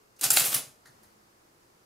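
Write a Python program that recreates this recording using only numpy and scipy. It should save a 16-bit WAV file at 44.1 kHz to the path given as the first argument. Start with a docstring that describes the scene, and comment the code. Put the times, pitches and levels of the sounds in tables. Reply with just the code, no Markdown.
"""An uncovered mechanical calculator on a table in a small room, close to a stereo pair of microphones.
Over quiet room noise a key clicks faintly and trips one working cycle. From 0.2 s gears and pawls
rattle, levers and the carriage strike their stops, the steel rings and the table thumps. A latch snaps,
then the carriage lands with a hollow clack. The mechanism stops near 0.6 s; two soft thuds and a few
faint key clicks follow, and the room noise is left with a faint hum."""
import sys
import numpy as np
from scipy import signal
from scipy.fft import rfft, irfft
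from scipy.io import wavfile

SR = 44100
rng = np.random.default_rng(int(sys.argv[2]) if len(sys.argv) > 2 else 0)


def log_audio(samples):
    """Write samples as a 16-bit WAV file to the path given in sys.argv[1]."""
    # one column per channel
    frames = np.atleast_2d(samples).T
    # limit to full scale, then quantise
    limited = np.clip(frames, -1, 1)
    pcm = np.round(limited * 32767).astype(np.int16)
    wavfile.write(sys.argv[1], SR, pcm)


N = 81585

# Room noise. Each row: frequency in Hz, level in dB.
AIR_SPECTRUM = [(30, -8), (70, -6), (110, -1.5), (220, -5), (420, -3), (600, -9), (1130, -10.5),
                (1800, -15), (3400, -21), (4800, -17.5), (12000, -22.5), (15500, -26)]
# How the noise differs between the microphones. Each row: frequency in Hz, side boost in dB.
AIR_WIDTH = [(110, -14.5), (350, -6), (900, 4.5), (4400, -1), (12000, -5)]
# Drift of the room noise. 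Each row: time in seconds, level in dB.
AIR_DRIFT = [(0, -65.5), (.75, -65.5), (.95, -62.5), (1.3, -64.5), (1.8, -65)]
# Faint tones in the room. Each row: start and end in seconds, pitch in Hz, level in dB.
HUM_TONES = [(0, .2, 428, -76), (1.0, 1.68, 341, -75.5), (.82, 1.28, 210, -77)]
# The room's tail. Each row: frequency in Hz, time to fall 60 dB (t60) in seconds.
ROOM_DECAY = [(120, 0.23), (400, 0.62), (1500, 0.31), (6000, 0.37), (15000, 0.15)]
# Key clicks. Each row: start in seconds, level in dB, build-up and chatter t60 in seconds,
# weight of the mids and of the top treble in dB.
KEY_CLICKS = [(.165, -59, .002, 0.054, -15, -5), (.8580, -51, 0.0018, 0.064, 6, 3),
              (.8700, -55, 0.00089, 0.16, -0.5, 0), (1.033, -59, 0.0036, 0.19, -4.5, 7.5)]
# Tone of a key. Each row: frequency in Hz, level in dB.
KEY_SPECTRUM = [(70, -21.5), (150, -3.5), (500, -8), (870, 0.5), (1100, -3.5), (1400, 1.5), (1900, 3.5),
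                (2700, -19.5), (4500, -1), (5500, -7), (6300, -1.5), (7500, -9), (10000, -7), (15500, -19)]
# Gears and pawls through the cycle. Each row: time in seconds, level in dB.
RATTLE_LEVEL = [(.18, -85.5), (.195, -49), (.209, -55.5), (.216, -34), (.255, -28), (.298, -40),
                (.32, -29.5), (.35, -31.5), (.40, -30.5), (.44, -29), (.485, -32.5), (.51, -37),
                (.525, -29.5), (.54, -30.5), (.57, -30.5), (.60, -40), (.65, -101)]
# Tone of the gears and pawls. Each row: frequency in Hz, level in dB.
RATTLE_SPECTRUM = [(80, -33.5), (140, -7.5), (300, -5), (750, -5), (1000, -8), (1130, -2.5), (1800, -6),
                   (4000, -1.5), (4450, -4), (4900, -1.5), (9000, -2), (12000, 0.5), (15500, -1)]
# Steel parts near the microphones. Each row: pitch in Hz, level in dB, t60 in seconds.
PART_MODES = [(2751, -10.5, 0.17), (3490, -7, 0.22), (4054, -8, 0.38), (4695, -5, 0.24), (5890, -4.5, 0.2),
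              (7483, -6, .26), (8410, -5.5, 0.22), (9900, -1, .24), (11400, -5, 0.18), (11800, -2, .22)]
# Levers and carriage hitting their stops. Each row reads as for the key clicks.
LEVER_BLOWS = [(.2115, -24, 0.00017, 0.0323, -9.5, 1), (.2345, -21, 0.00066, .025, -3.5, -8.5),
               (.2400, -17, .0006, 0.08, -5, -3.5), (.2500, -27.5, 0.0012, 0.084, 4, -3.5),
               (.2645, -28.5, 0.002, 0.036, 6, -1), (.3037, -11, 0.0002, 0.02, -17, -2),
               (.3060, -13, .0006, 0.031, -6.5, -1), (.3162, -16.5, .001, .022, -9, 1),
               (.3335, -21, 0.0017, 0.078, -7.5, 9), (.3410, -19.5, .002, 0.027, -11, 6),
               (.3675, -16, 0.0042, 0.06, -1, 1.5), (.3718, -9.5, 0.00051, 0.013, 3, -5.5),
               (.3805, -18, .001, 0.055, 0, 0), (.3880, -20, .001, 0.02, -1.5, 4.5),
               (.3975, -18, 0.0017, 0.07, -12, 3), (.4060, -25, .0005, .015, 12, -7.5),
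               (.4165, -28.5, .001, 0.12, 0.5, 2), (.4505, -25.5, 0.0023, 0.35, -14.5, 4),
               (.5298, -27, 0.00033, 0.015, 12.5, -7), (.5437, -18.5, .0005, 0.054, 3.5, 5.5),
               (.5480, -20.5, 0.0054, 0.046, -2.5, 4.5)]
# Steel on steel. Each row: frequency in Hz, level in dB.
STEEL_SPECTRUM = [(80, -41), (140, -20.5), (420, -18.5), (580, -13), (820, -4.5), (980, -14), (1250, -7.5),
                  (1750, -7.5), (2150, -10), (2900, -4), (3700, -6.5), (4800, -1.5), (6000, -3.5),
                  (8000, 1.5), (11500, 2), (15500, -4.5)]
# The machine jolting the table. Each row: time in seconds, level in dB.
TABLE_JOLTS = [(0.254, -38.5), (0.314, -39.5), (0.41, -40.5), (.476, -45), (0.552, -37), (0.666, -51.5),
               (0.892, -55.5)]
# The table top. Each row: pitch in Hz, level in dB, t60 in seconds.
TABLE_MODES = [(125, -4.5, 0.13), (137, 2.5, 0.19), (241.7, -5, 0.42)]
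# The bright latch and the hollow carriage. Each row: pitch in Hz, level in dB.
LATCH_MODES = [(1320, -7), (1510, -7.5), (4700, -4), (5330, -4), (6300, -4), (7480, 3.5), (8100, -5)]
CARRIAGE_MODES = [(620, -3.5), (800, -5), (1480, 1), (2135, 3.5), (2750, 6), (3230, 4), (4020, -2)]
# A small steel piece with two beating modes. Each row: pitch in Hz, level in dB.
PING_MODES = [(9987, 0), (10016, -7)]
# Blows that jar that piece. Each row: start in seconds, level in dB.
PING_HITS = [(0.309, -27), (0.334, -27.5), (.415, -32), (0.546, -28)]

BASS_HZ, MIDS_HZ, TREBLE_HZ, TOP_TREBLE_HZ, TOP_HZ = 315, 1860, 7000, 12370, 15500
PARTS_DB, PARTS_SIDE_DB = -16.5, -10


def undb(db):
    """Decibels to gain."""
    return 10 ** (np.asarray(db) / 20)


def unit(x):
    """Scale to unit energy."""
    return x / np.sqrt(np.sum(x ** 2))


def seconds():
    """Time axis."""
    return np.arange(N) / SR


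def fade(t60, start=0):
    """Hold at 1 until start, then fall 60 dB every t60 seconds."""
    return undb(-60 * np.maximum(seconds() - start, 0) / t60)


def curve(rows):
    """Gain along (s, dB) points."""
    return undb(np.interp(seconds(), *np.array(rows).T))


def at_hz(hz, rows):
    """Read (Hz, value) points on a log-frequency axis."""
    freqs, values = np.array(rows).T
    return np.interp(np.log(np.maximum(hz, 1)), np.log(freqs), values)


def through(x, response):
    """Pass a sound through an impulse response."""
    return signal.fftconvolve(x, response)[:N]


def butter(x, order, hz, kind):
    """Butterworth filter."""
    return signal.sosfilt(signal.butter(order, hz, kind, fs=SR, output="sos"), x)


def colour(*spectra, size=2048):
    """Minimum-phase, unit-energy response of summed (Hz, dB) spectra."""
    db = sum(at_hz(np.fft.rfftfreq(size, 1 / SR), spectrum) for spectrum in spectra)
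    cepstrum = irfft(np.log(undb(db)))
    cepstrum[1:size // 2] *= 2
    cepstrum[size // 2 + 1:] = 0
    return unit(irfft(np.exp(rfft(cepstrum))))


def ring(modes, size=24000):
    """Unit-energy response of (Hz, dB, t60) modes."""
    t = seconds()[:size]
    return unit(sum(undb(db - 60 * t / t60) * np.sin(2 * np.pi * hz * t) for hz, db, t60 in modes))


def stereo(mid, side):
    """Left and right from mid and side."""
    return np.array([mid + side, mid - side])


def room_noise(side_db=-0.5):
    """The room's quiet background, different at each microphone."""
    mid = through(rng.standard_normal(N), colour(AIR_SPECTRUM))
    side = through(rng.standard_normal(N), colour(AIR_SPECTRUM, AIR_WIDTH))
    return curve(AIR_DRIFT) * stereo(mid, undb(side_db) * side)


def hum(fade_s=.1, waver_hz=5, waver_depth=.5):
    """Faint tones come and go, wandering in level and phase."""
    out, t = np.zeros(N), seconds()
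    for start, end, hz, db in HUM_TONES:
        wander = signal.hilbert(butter(rng.standard_normal(N), 2, waver_hz, "low"))
        tone = ((1 + waver_depth * wander / np.std(wander)) * np.exp(2j * np.pi * hz * t)).real
        gate = np.clip(np.minimum(t - start, end - t) / fade_s + .5, 0, 1)
        out += undb(db) * gate * np.sqrt(N) * unit(tone)
    return out


def room_response(bands=7, size=24000, build_s=0.0029):
    """Diffuse reflections whose top treble dies first."""
    noise, t = rfft(rng.standard_normal(size)), seconds()[:size]
    freqs, centres = np.fft.rfftfreq(size, 1 / SR), np.geomspace(100, TOP_HZ, bands)
    tail = np.zeros(size)
    for hz, share in zip(centres, np.eye(bands)):
        band = irfft(noise * at_hz(freqs, list(zip(centres, share))))
        tail += band * fade(at_hz(hz, ROOM_DECAY))[:size]
    return unit(tail * (1 - np.exp(-t / build_s)))


def room_tail(x, level_db, side_db=-7):
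    """What the walls send back to the pair."""
    mid, side = through(x, room_response()), through(x, room_response())
    return undb(level_db) * stereo(mid, undb(side_db) * side)


def room(x, side_db=-10):
    """Direct sound, slightly different at the two microphones, and the room's tail."""
    side = through(x, unit(rng.standard_normal(N) * fade(0.02)))
    return stereo(x, undb(side_db) * side) + room_tail(x, level_db=-8.5)


def strikes(rows, spectrum):
    """Each contact builds up, then chatters away; heavy parts carry more mids, light ones more treble."""
    out = np.zeros(N)
    for start, db, build_s, t60, mids_db, top_db in rows:
        rise = np.exp(np.minimum(seconds() - start, 0) / build_s)
        chatter = rise * fade(t60, start) * rng.standard_normal(N)
        weight = [(BASS_HZ, 0), (MIDS_HZ, mids_db), (TREBLE_HZ, 0), (TOP_TREBLE_HZ, top_db)]
        out += undb(db) * through(chatter, colour(spectrum, weight))
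    return out


def key_clicks():
    """Light key contacts, heard in the room before and after the cycle."""
    return room(strikes(KEY_CLICKS, KEY_SPECTRUM))


def gear_rattle(count=400, teeth_per_s=330, jitter=.5, scatter_db=2.5, tick_t60=0.029):
    """Gear teeth and pawls tick in a quick, uneven stream while the mechanism turns."""
    gap, strength = rng.uniform(-0.9, 1, (count, 2)).T
    times = np.cumsum(1 + jitter * gap) / teeth_per_s
    ticks = np.bincount((times * SR).astype(int), undb(scatter_db * strength), N)[:N]
    power = np.abs(through(ticks ** 2, fade(tick_t60) ** 2))
    grain = np.sqrt(power / power[:int(times[-1] * SR)].mean())
    return through(grain * rng.standard_normal(N) * curve(RATTLE_LEVEL), colour(RATTLE_SPECTRUM))


def steelwork(contacts, frame_modes=160, frame_t60=0.14, frame_db=-15.5):
    """Contacts ring the frame's many weak modes into the room, and a few clear parts close to the pair."""
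    frame = ring([(hz, 0, frame_t60) for hz in rng.uniform(1200, TOP_HZ, frame_modes)], size=10000)
    side_modes = [(hz, db + 4 * rng.standard_normal(), t60) for hz, db, t60 in PART_MODES]
    side = signal.hilbert(through(contacts, ring(side_modes))).imag  # a quarter cycle off, for width
    parts = stereo(through(contacts, ring(PART_MODES)), undb(PARTS_SIDE_DB) * side)
    return room(contacts + undb(frame_db) * through(contacts, frame)) + undb(PARTS_DB) * parts


def lever_blows(places=3):
    """Levers and carriage hit stops at several places, each with its own path to the microphones."""
    return sum(steelwork(strikes(LEVER_BLOWS[place::places], STEEL_SPECTRUM)) for place in range(places))


def table_thuds(push_s=0.0032, low_cut_hz=108):
    """The machine's weight pushes on the table top, which thuds into the room."""
    wood = butter(ring(TABLE_MODES), 4, low_cut_hz, "high")
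    half_s = push_s / 2
    pushes = sum(undb(db) * np.exp(-2 * ((seconds() - at) / half_s) ** 2) for at, db in TABLE_JOLTS)
    thuds = through(pushes / (half_s * SR), wood / np.abs(wood).max())
    return thuds + room_tail(thuds, level_db=-12.5)


def struck(modes, start, level_db, t60):
    """A part's (Hz, dB) modes, struck at one moment, as a complex signal."""
    t = seconds() - start
    tones = sum(undb(db) * np.exp(2j * np.pi * (hz * t + rng.random())) for hz, db in modes)
    return undb(level_db) * (t >= 0) * fade(t60, start) * tones


def latch_snap():
    """The latch snaps with a bright bite."""
    return struck(LATCH_MODES, start=.3045, level_db=-20.5, t60=.045).real


def steel_ping(t60=.24):
    """A small steel piece close by, jarred again and again, keeps up a high, beating ring."""
    hits = sum(struck(PING_MODES, start, db, t60) for start, db in PING_HITS)
    return stereo(hits.real, undb(PARTS_SIDE_DB) * hits.imag)


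def carriage_clack():
    """The carriage lands with a dry, hollow clack."""
    return struck(CARRIAGE_MODES, start=.3712, level_db=-20, t60=0.019).real


def scene():
    """The room, the keys and one working cycle as they reach the pair."""
    cycle = lever_blows() + table_thuds() + room(latch_snap() + carriage_clack())
    cycle += steelwork(gear_rattle()) + steel_ping()
    return cycle + key_clicks() + room_noise() + hum()


def record(dry, low_cut_hz=13, ceiling=0.5):
    """The recorder thins the deep bass, rounds the highest peaks and cuts the top."""
    thin = butter(dry, 2, low_cut_hz, "high")
    rounded = ceiling * np.tanh(thin / ceiling)
    return signal.sosfilt(signal.ellip(8, .2, 70, TOP_HZ, fs=SR, output="sos"), rounded)


dry = scene()
out = record(dry)
log_audio(out)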